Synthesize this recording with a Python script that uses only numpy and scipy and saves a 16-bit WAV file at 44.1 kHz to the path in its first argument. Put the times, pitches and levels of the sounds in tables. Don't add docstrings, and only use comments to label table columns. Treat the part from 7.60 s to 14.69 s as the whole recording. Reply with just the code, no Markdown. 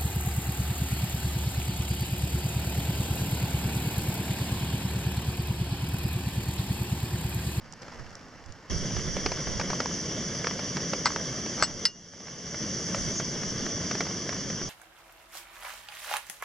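import sys
import numpy as np
from scipy import signal
from scipy.fft import rfft, irfft, next_fast_len
from scipy.io import wavfile
from scipy.ndimage import uniform_filter1d, minimum_filter1d

SR = 44100
rng = np.random.default_rng(int(sys.argv[2]) if len(sys.argv) > 2 else 0)


def transcribe(u):
    v = np.clip(np.atleast_2d(u).T, -1, 1)
    q = np.round(v * 32767).astype(np.int16)
    wavfile.write(sys.argv[1], SR, q)


N = 312733
CUT_S = 1.098


def gain_of(db):
    return 10 ** (np.asarray(db) / 20)


def evened(x):
    return x / np.sqrt(np.mean(x ** 2) + 1e-20)


def read(points, hz):
    f, value = np.transpose(points)
    return np.interp(np.log(hz + 1), np.log(f + 1), value)


def add(mix, s, sound):
    part = mix[:, round(s * SR):][:, :sound.shape[1]]
    part += sound[:, :part.shape[1]]


def curve(rows):
    s, value = np.transpose(rows)
    return np.interp(np.arange(N) / SR, s, value)


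def sides(left_db):
    return gain_of([[left_db / 2], [-left_db / 2]])


def fall(t, t60):
    return gain_of(-60 * t / t60)


def coloured(x, points):
    log_gain = np.log(gain_of(read(points, abs(np.fft.fftfreq(2048, 1 / SR)))))
    spectrum = np.exp(log_gain - 1j * signal.hilbert(log_gain).imag)
    taps = np.fft.ifft(spectrum).real[:1024]
    taps = taps[None] / np.linalg.norm(taps)
    return signal.oaconvolve(x, taps, axes=1)[:, :x.shape[1]]


# frequency in Hz, likeness of the two sides (1 is the same).
PORT_LIKENESS = [(60, 0.25), (110, 1), (200, 0.98), (380, 0.99), (700, 0.97), (1290, 0.9), (2380, 0.86),
                 (4400, 0.8), (8120, 0.75), (15000, 0.61)]
# frequency in Hz, left over right in dB.
PORT_LEFT_DB = [(60, -1), (110, -0.5), (200, -1), (380, -0.5), (700, -2.5), (1290, -1.5), (2380, -2),
                (4400, -2.5), (8120, 3.5), (15000, 3)]
# frequency in Hz, how far the left is ahead of the right in radians.
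PORT_LEAD = [(0, -0.44), (2760, 0.31), (4570, 0.59), (5170, 1.15), (6120, 0.29), (7240, 1.7), (7580, 0.98),
             (8010, 0.64), (8790, 0.038), (9820, -0.52), (10600, -0.36), (11600, 0.3), (12400, 0.0),
             (16000, 0.1)]


def noise(points, patchy_db, flutter_db, stretch=None, size=512, count=N):
    hop = size // 3
    frames, hz = count // hop + 5, np.fft.rfftfreq(size, 1 / SR)
    a, b, c, d, patches = rng.standard_normal((frames, len(hz), 5), dtype=np.float32).T
    patches = evened(uniform_filter1d(uniform_filter1d(patches, size=5, axis=0), size=12, axis=1))
    flutter = evened(uniform_filter1d(rng.standard_normal(frames), size=5))
    shift = 1 if stretch is None else stretch[np.minimum(np.arange(frames) * hop, N - 1)]

    same = np.clip(read(PORT_LIKENESS, hz), -1, 1)[:, None]
    left = a + 1j * b
    right = same * left + np.sqrt(1 - same ** 2) * (c + 1j * d)
    right = right * np.exp(-1j * read(PORT_LEAD, hz))[:, None]
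    port_gains = gain_of(np.outer([.5, -.5], read(PORT_LEFT_DB, hz)))[:, :, None]
    level_db = read(points, hz[:, None] / shift) + patchy_db * patches + flutter_db * flutter
    spectra = np.array([left, right]) * port_gains * gain_of(level_db)
    sound = evened(signal.istft(spectra, nperseg=size, noverlap=size - hop)[1][:, :count])
    return np.pad(sound, ((0, 0), (0, N - count)))


# frequency in Hz, relative level in dB per Hz.
FLAME_COLOUR = [(35, -52), (60, -12.5), (173, 1.5), (256, -5), (597, -10.5), (725, -18.5), (806, -23),
                (1150, -17), (1320, -21), (1610, -16.5), (2170, -17.5), (2500, -27), (3320, -15),
                (3750, -28.5), (4100, -28.5), (5330, -66), (9020, -120)]
JET_COLOUR = [(2290, -55), (3900, -36), (4320, -20.5), (4680, -8.5), (5020, -7), (5460, -3.5), (5850, 3),
              (6070, 0), (6720, -9), (7270, -29.5), (8000, -41.5), (10400, -63), (17600, -120)]
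FIZZ_COLOUR = [(4120, -27), (7000, 1), (7280, -8), (7730, -12), (8470, -9), (9320, -15), (10400, -11),
               (11000, -24.5), (11700, -53), (14700, -35), (16300, -48)]
FLAME_DB, JET_DB, FIZZ_DB = -35.5, -36.5, -55.5
TURN_DOWN_S, TURN_DOWN_DB_PER_S = 6.23, -2
JET_WARMS_DB_PER_S = 0.31
JET_TABLE_HZ = 5900
JET_PITCH_HZ, JET_WANDER = 5857, 0.002
SWELL_S, SWELL_WIDTH_S, SWELL_DB = 5.41, 0.17, 5
SWELL_JET_SHARE = 0.42


def stove():
    t = np.arange(N) / SR
    closing_db = TURN_DOWN_DB_PER_S * np.maximum(t - TURN_DOWN_S, 0)
    swell_db = SWELL_DB * np.exp(-((t - SWELL_S) / SWELL_WIDTH_S) ** 2)
    rates_hz = np.geomspace(.5, 6, num=8)
    wander = evened(sum(np.sin(2 * np.pi * (f * t + rng.random())) for f in rates_hz))
    jet_hz = JET_PITCH_HZ * (1 + JET_WANDER * wander)
    warming_db = JET_WARMS_DB_PER_S * (t - N / SR / 2)
    jet_db = JET_DB + warming_db + closing_db + SWELL_JET_SHARE * swell_db
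    flame = gain_of(FLAME_DB + closing_db) * noise(FLAME_COLOUR, 0.99, 0.98, size=1024)
    jet = gain_of(jet_db) * noise(JET_COLOUR, 1.17, 0.82, stretch=jet_hz / JET_TABLE_HZ)
    fizz = gain_of(FIZZ_DB + closing_db + swell_db) * noise(FIZZ_COLOUR, 1.0, 0.53)
    return flame + jet + fizz + squeak()


SQUEAK_START_S, SQUEAK_END_S, SQUEAK_DB = 5.535, 5.63, -34.5
SQUEAK_FIRST_HZ, SQUEAK_LAST_HZ, SQUEAK_WIDTH_HZ = 6603, 6150, 706


def squeak():
    n, out = round((SQUEAK_END_S - SQUEAK_START_S) * SR), np.zeros((2, N))
    low_pass = signal.butter(N=4, Wn=SQUEAK_WIDTH_HZ / SR, output="sos")
    slow = signal.sosfilt(low_pass, rng.standard_normal((2, n)).T @ [1, 1j])
    pitch_hz = np.linspace(SQUEAK_FIRST_HZ, SQUEAK_LAST_HZ, n)
    tone = (slow * np.exp(2j * np.pi * np.cumsum(pitch_hz) / SR)).real
    add(out, SQUEAK_START_S, gain_of(SQUEAK_DB) * evened(tone) * np.hanning(n) * np.ones((2, 1)))
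    return out


# pitch in Hz, level in dB, seconds to fade by 60 dB, share that belongs to the rim (0 to 1).
LID_MODES = [(626, -20, 0.033, 0.92), (827, -10.5, 0.044, 0.34), (972, -0.5, 0.021, 0.12),
             (1167, -3, 0.034, 0.14), (1320, -2.5, 0.022, 0.27), (1460, -24, 0.25, 0),
             (1540, -10, 0.061, 0.26), (1930, -13.5, 0.12, 0), (2082, -3, 0.031, 0), (2844, -16.5, 0.27, 0),
             (3470, -13, 0.034, 0.23), (4290, -12.5, 0.1, 0), (4320, -9, 0.09, 0.54),
             (4358, -6.5, 0.06, 0.59), (4823, -0.5, 0.058, 0.0062), (4865, -25, 0.084, 0.44),
             (4950, -3, 0.045, 0), (5110, -11, 0.17, 0.21), (5140, -2.5, 0.095, 0), (5460, -13, .03, 0.42),
             (5350, -11, 0.11, 0.54), (5900, -7, 0.084, 0.47), (6750, -9, 0.034, 0.26),
             (7300, -33, .05, 0.38), (7740, -13, 0.081, 1), (8300, -30, .04, 0), (9400, -28.5, 0.084, 0.97),
             (10200, -40, .04, 0)]
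RIM_LEFT_DB = 7


def lid_modes():
    t = np.arange(SR // 4) / SR
    hz, db, t60, rim = np.transpose(LID_MODES)[:, :, None]
    lag = np.array([0, 1])[:, None, None] * read(PORT_LEAD, hz) / (2 * np.pi * hz)
    modes = gain_of(db) * fall(t, t60) * np.sin(2 * np.pi * hz * (t - lag))
    modes = modes * np.minimum(t / 0.00024, 1)
    return hz, rim, modes * gain_of(RIM_LEFT_DB * rim * [[[.5]], [[-.5]]])


# start in seconds, strength in dB, hardness in dB per octave (more favours high tones),
# rattle fade time in seconds, extra rim level in dB, clatter level in dB against the strength,
# seconds in which the gripping fingers alone would fade the ring by 60 dB.
LID_BLOWS = [(3.4569, -15, -0.5, 0.0057, 3.5, -11, 0.072), (3.4655, -21, -0.5, 0.012, 2, -2.5, 0.065),
             (3.503, -31, -4.5, .003, -8, -9, 0.043), (4.0248, -16.5, -1, 0.0067, 17.5, 1, 0.29),
             (4.035, -18.5, 5.5, 0.0049, 5, -9, 0.22), (4.2537, -2.5, 7.5, 0.0036, -21, -6.5, 3.1)]
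# frequency in Hz, relative level in dB.
CLATTER_COLOUR = [(200, -19), (500, -5.5), (1500, 6), (3300, -9.5), (5000, -1.5), (7000, -17),
                  (10500, -28.5), (12000, -54), (14500, -49), (16500, -60)]


def lid_blows():
    out, t = np.zeros((2, N)), np.arange(SR // 4) / SR
    hz, rim, modes = lid_modes()
    signs = (-1) ** np.arange(len(LID_MODES))[:, None]
    for s, strength_db, hardness_db, rattle_s, rim_db, clatter_db, grip_t60 in LID_BLOWS:
        contacts = rng.standard_normal(2000) * (rng.random(2000) < .01)
        contacts = contacts * np.exp(-t[:2000] / rattle_s) * .5
        contacts[0] = 1
        contacts = contacts / np.linalg.norm(contacts)
        contacts = np.convolve(contacts, np.hanning(7) / 3)
        share = signs * gain_of(hardness_db * np.log2(hz / 3000) + rim * rim_db)
        body = (share * modes).sum(1) * fall(t, grip_t60)
        add(out, s, gain_of(strength_db) * signal.oaconvolve(body, contacts[None], axes=1))

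        loose = rng.standard_normal((3, len(t)))
        loose = loose[0] + 0.37 * loose[1:]
        loose = loose * (fall(t, 0.0072) + 0.61 * fall(t, 0.069 + 2 * rattle_s))
        tilted = [(f, level_db + hardness_db * np.log2(f / 3000)) for f, level_db in CLATTER_COLOUR]
        add(out, s, gain_of(strength_db + clatter_db) * coloured(loose, tilted))
    return out


SCRAPE_START_S, SCRAPE_END_S, SCRAPE_DB = 3.96, 4.025, -61.5


def lid_scrape():
    out = np.zeros((2, N))
    hz, rim, modes = lid_modes()
    n = round((SCRAPE_END_S - SCRAPE_START_S) * SR)
    slips = np.convolve(rng.standard_normal(n) * np.linspace(0, 1, n), np.hanning(9) / 3)
    share_db = 20.0 * rim - 5.1 * abs(np.log2(hz / 1400)) - 2.0 * np.log2(hz / 3000)
    slide = (gain_of(share_db) * modes).sum(1)
    add(out, SCRAPE_START_S, gain_of(SCRAPE_DB) * signal.oaconvolve(slide, slips[None], axes=1))
    return out


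# time in seconds, level in dB, pitch of the cloth in Hz, splash against the pat in dB.
TARP_DROPS = [(0.22, -34.5, 514, -5.5), (0.279, -32.5, 566, -8), (0.322, -35.5, 953, -8),
              (1.364, -26, 414, -3.5), (1.565, -19, 501, -7), (1.659, -12, 416, -5.5),
              (1.716, -19.5, 991, -6), (1.869, -27.5, 576, -2), (1.995, -17, 554, -5),
              (2.01, -22.5, 653, -2.5), (2.1, -20, 450, -3.5), (2.13, -22.5, 1080, -4),
              (2.201, -17.5, 525, -3.5), (2.256, -22, 986, -6), (2.842, -18.5, 480, -6),
              (2.868, -17.5, 470, -3), (2.908, -25, 452, -3.5), (2.991, -24, 490, -3.5),
              (3.167, -21, 367, -3), (3.332, -15, 580, -7), (3.559, -22, 424, -1.5),
              (3.859, -26, 480, -3.5), (4.602, -32.5, 444, 1), (4.668, -27, 514, -4), (4.68, -33, 487, 3),
              (4.942, -24, 641, -5), (5.344, -27.5, 586, 2.5), (5.597, -24, 400, -3),
              (5.831, -26.5, 552, -3.5), (6.062, -25, 390, -5), (6.31, -18.5, 493, -4.5),
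              (6.35, -22, 410, -4.5), (6.404, -15.5, 423, -4.5), (6.466, -27.5, 395, -4),
              (6.69, -19.5, 623, -6.5), (6.725, -26.5, 401, -3), (6.899, -26, 436, -5),
              (7.013, -26.5, 390, -5.5)]
# multiple of its pitch, level in dB, share of the fade time.
CLOTH_TONES = [(1, -1.3, 0.95), (1.6, -10, 0.33), (2.3, -11.5, 0.67), (3.6, -20, 0.3)]
# frequency in Hz, relative level in dB.
SPLASH_COLOUR = [(200, -24.5), (600, 5), (2000, 2.5), (4000, -10), (5500, 4), (7000, -16.5), (10500, -39.5),
                 (12000, -58), (16000, -45)]
TARP_T60 = 0.022
TARP_LEFT_DB, TARP_SPREAD_DB = -.6, 1.1
SNAP_DB, SNAP_S = -0.5, 0.00024
DELAY_S = .0018
PATTER_DB, PATTER_PER_S = -53, 70


def tarp():
    pats, splashes, t = np.zeros((2, N)), np.zeros((2, N)), np.arange(2600) / SR
    fade = fall(t, TARP_T60) * np.minimum(t / 0.00063, 1)
    splash_fade = fade ** 0.64 + 0.27 * fade ** 21.0
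    for s, db, hz, splash_db in TARP_DROPS:
        s += DELAY_S
        left_db = TARP_LEFT_DB + TARP_SPREAD_DB * rng.standard_normal()
        level = gain_of(db) * sides(left_db)
        thump = sum(gain_of(part_db) * np.sin(2 * np.pi * k * hz * t) * fade ** (1 / share)
                    for k, part_db, share in CLOTH_TONES)
        add(pats, s, -level * thump)
        add(splashes, s, level * gain_of(splash_db + SNAP_DB) * -np.exp(-t / SNAP_S))
        spray = rng.standard_normal((3, 2600))
        spray = spray[0] + 0.26 * spray[1:]
        add(splashes, s, level * gain_of(splash_db) * spray * splash_fade)

    small = gain_of(5.8 * np.minimum(rng.exponential(1, N), 2.8)) * (rng.random(N) < PATTER_PER_S / SR)
    patter = signal.oaconvolve(small, fall(t, 0.017))[:N] * rng.standard_normal(N)
    patter = gain_of(PATTER_DB) * evened(patter) * (np.arange(N) > CUT_S * SR)
    return pats + coloured(splashes + patter, SPLASH_COLOUR)


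# time in seconds, level in dB.
RAIN_LEVEL = [(0, -51.5), (.3, -46.5), (.65, -50), (1.1, -51)]
# frequency in Hz, relative level in dB per Hz.
RAIN_COLOUR = [(53, -41), (90, 0.5), (290, -6), (376, -13), (488, -6.5), (647, -11), (1790, -12),
               (2480, -19), (2830, -19), (3830, -27), (5300, -17), (7170, -28), (8350, -40.5), (14700, -53),
               (16000, -57)]
DRIZZLE_DB, DRIZZLE_PER_S = -5.5, 170


def shore_rain():
    count, t = round(1.2 * SR), np.arange(500) / SR
    far = noise(RAIN_COLOUR, 1.1, 0.95, count=count)
    sizes = gain_of(5.4 * np.minimum(rng.exponential(1, count), 3))
    sizes = sizes * (rng.random(count) < DRIZZLE_PER_S / SR)
    spray = rng.standard_normal((3, count))
    near = (spray[0] + 0.81 * spray[1:]) * signal.oaconvolve(sizes, fall(t, 0.018))[:count]
    near = np.pad(evened(coloured(near, RAIN_COLOUR)), ((0, 0), (0, N - count)))
    return gain_of(curve(RAIN_LEVEL)) * (far + gain_of(DRIZZLE_DB) * near)


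# start in seconds, level in dB before the leaf colour, left over right in dB.
LEAF_TICKS = [(.125, -36.5, -12), (0.137, -36.5, 2), (0.2207, -38, -5), (.5062, -45, -8),
              (0.554, -33.5, -1.5), (.6848, -49.5, -.6), (.7961, -53, -1.5), (.861, -45.5, -7),
              (0.9233, -37.5, 8)]
# frequency in Hz, relative level in dB.
LEAF_COLOUR = [(1000, -28), (4000, -6), (5500, 3), (7500, 0), (10500, -25), (12000, -40), (16500, -46)]
TICK_HZ = 5340


def leaf_ticks():
    ticks, t = np.zeros((2, N)), np.arange(500) / SR
    for s, db, left_db in LEAF_TICKS:
        tone = np.sin(2 * np.pi * TICK_HZ * t) * fall(t, 0.0017)
        spray = 0.43 * rng.standard_normal((2, 500)) * fall(t, 0.013)
        add(ticks, s, gain_of(db) * sides(left_db) * (tone + spray))
    return coloured(ticks, LEAF_COLOUR)


# time in seconds, level in dB.
WIND_GUSTS = [(0, -53), (.32, -71), (.39, -36), (.56, -65), (.9, -50), (1.08, -70), (1.11, -26.5),
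              (1.3, -36.5), (1.52, -32.5), (1.8, -42), (1.95, -35.5), (2.3, -59), (3.75, -60),
              (4.12, -43.5), (5.28, -60), (5.41, -35.5), (5.5, -50), (5.95, -45), (6.5, -60), (7.09, -44)]
# frequency in Hz, relative level in dB per Hz.
WIND_COLOUR = [(10, -1), (30, -11), (65, -4.5), (100, -5.5), (160, -12.5), (400, -77)]
WIND_SAME, WIND_LEFT_DB = 0.55, -12.5


def wind():
    n = next_fast_len(N // 32 + 1)
    t = np.arange(n) * 32 / SR
    rates_hz = np.geomspace(2, 14, num=12)
    lumps = sum(np.sin(2 * np.pi * (f * t + rng.random((2, 1)))) / np.sqrt(f) for f in rates_hz)
    air = rng.standard_normal((3, n))
    air = (WIND_SAME * air[0] + air[1:]) * gain_of(3.4 * evened(lumps)) * sides(WIND_LEFT_DB)
    spectrum = rfft(air) * gain_of(read(WIND_COLOUR, np.fft.rfftfreq(n, 32 / SR)))
    return gain_of(curve(WIND_GUSTS)) * evened(irfft(spectrum, 32 * n)[:, :N])


def scene():
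    after = np.clip((np.arange(N) / SR - CUT_S) / 0.00055, 0, 1)
    shore = shore_rain() + leaf_ticks()
    return after * stove() + lid_blows() + lid_scrape() + tarp() + (1 - after) * shore + wind()


NOTCH_HZ, NOTCH_WIDTH_HZ = 2483, 100
LIMIT_DB, RECOVERY_DB_PER_S, HOLD_S = -9.5, 21, 0.038
FAST_SHARE, LATE_SHARE, LATE_S = 0.76, 0.42, 0.073
EDGE_HZ = 16400


def record(dry):
    heard = signal.lfilter(*signal.iirnotch(NOTCH_HZ, NOTCH_HZ / NOTCH_WIDTH_HZ, SR), dry)
    power = abs(uniform_filter1d((heard ** 2).max(0), size=60))
    power_db = 10 * np.log10(power * 2 + 1e-12)
    hold = 2 * round(HOLD_S * SR / 2) + 1
    held_db = -minimum_filter1d(-power_db, hold, origin=hold // 2)
    climb = np.arange(N) * RECOVERY_DB_PER_S / SR
    envelope_db = np.maximum.accumulate(held_db + climb) - climb
    over_db = np.maximum(envelope_db - LIMIT_DB, 0)
    pole = np.exp(-1 / (LATE_S * SR))
    late_db = signal.lfilter([1 - pole], [1, -pole], over_db)
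    cut_db = FAST_SHARE * uniform_filter1d(over_db, size=40) + LATE_SHARE * late_db
    ducked = heard / gain_of(cut_db)
    low_pass = signal.firwin(511, EDGE_HZ, window=("kaiser", 9), fs=SR)
    return signal.oaconvolve(ducked, low_pass[None], "same")


dry = scene()
out = record(dry)
transcribe(out)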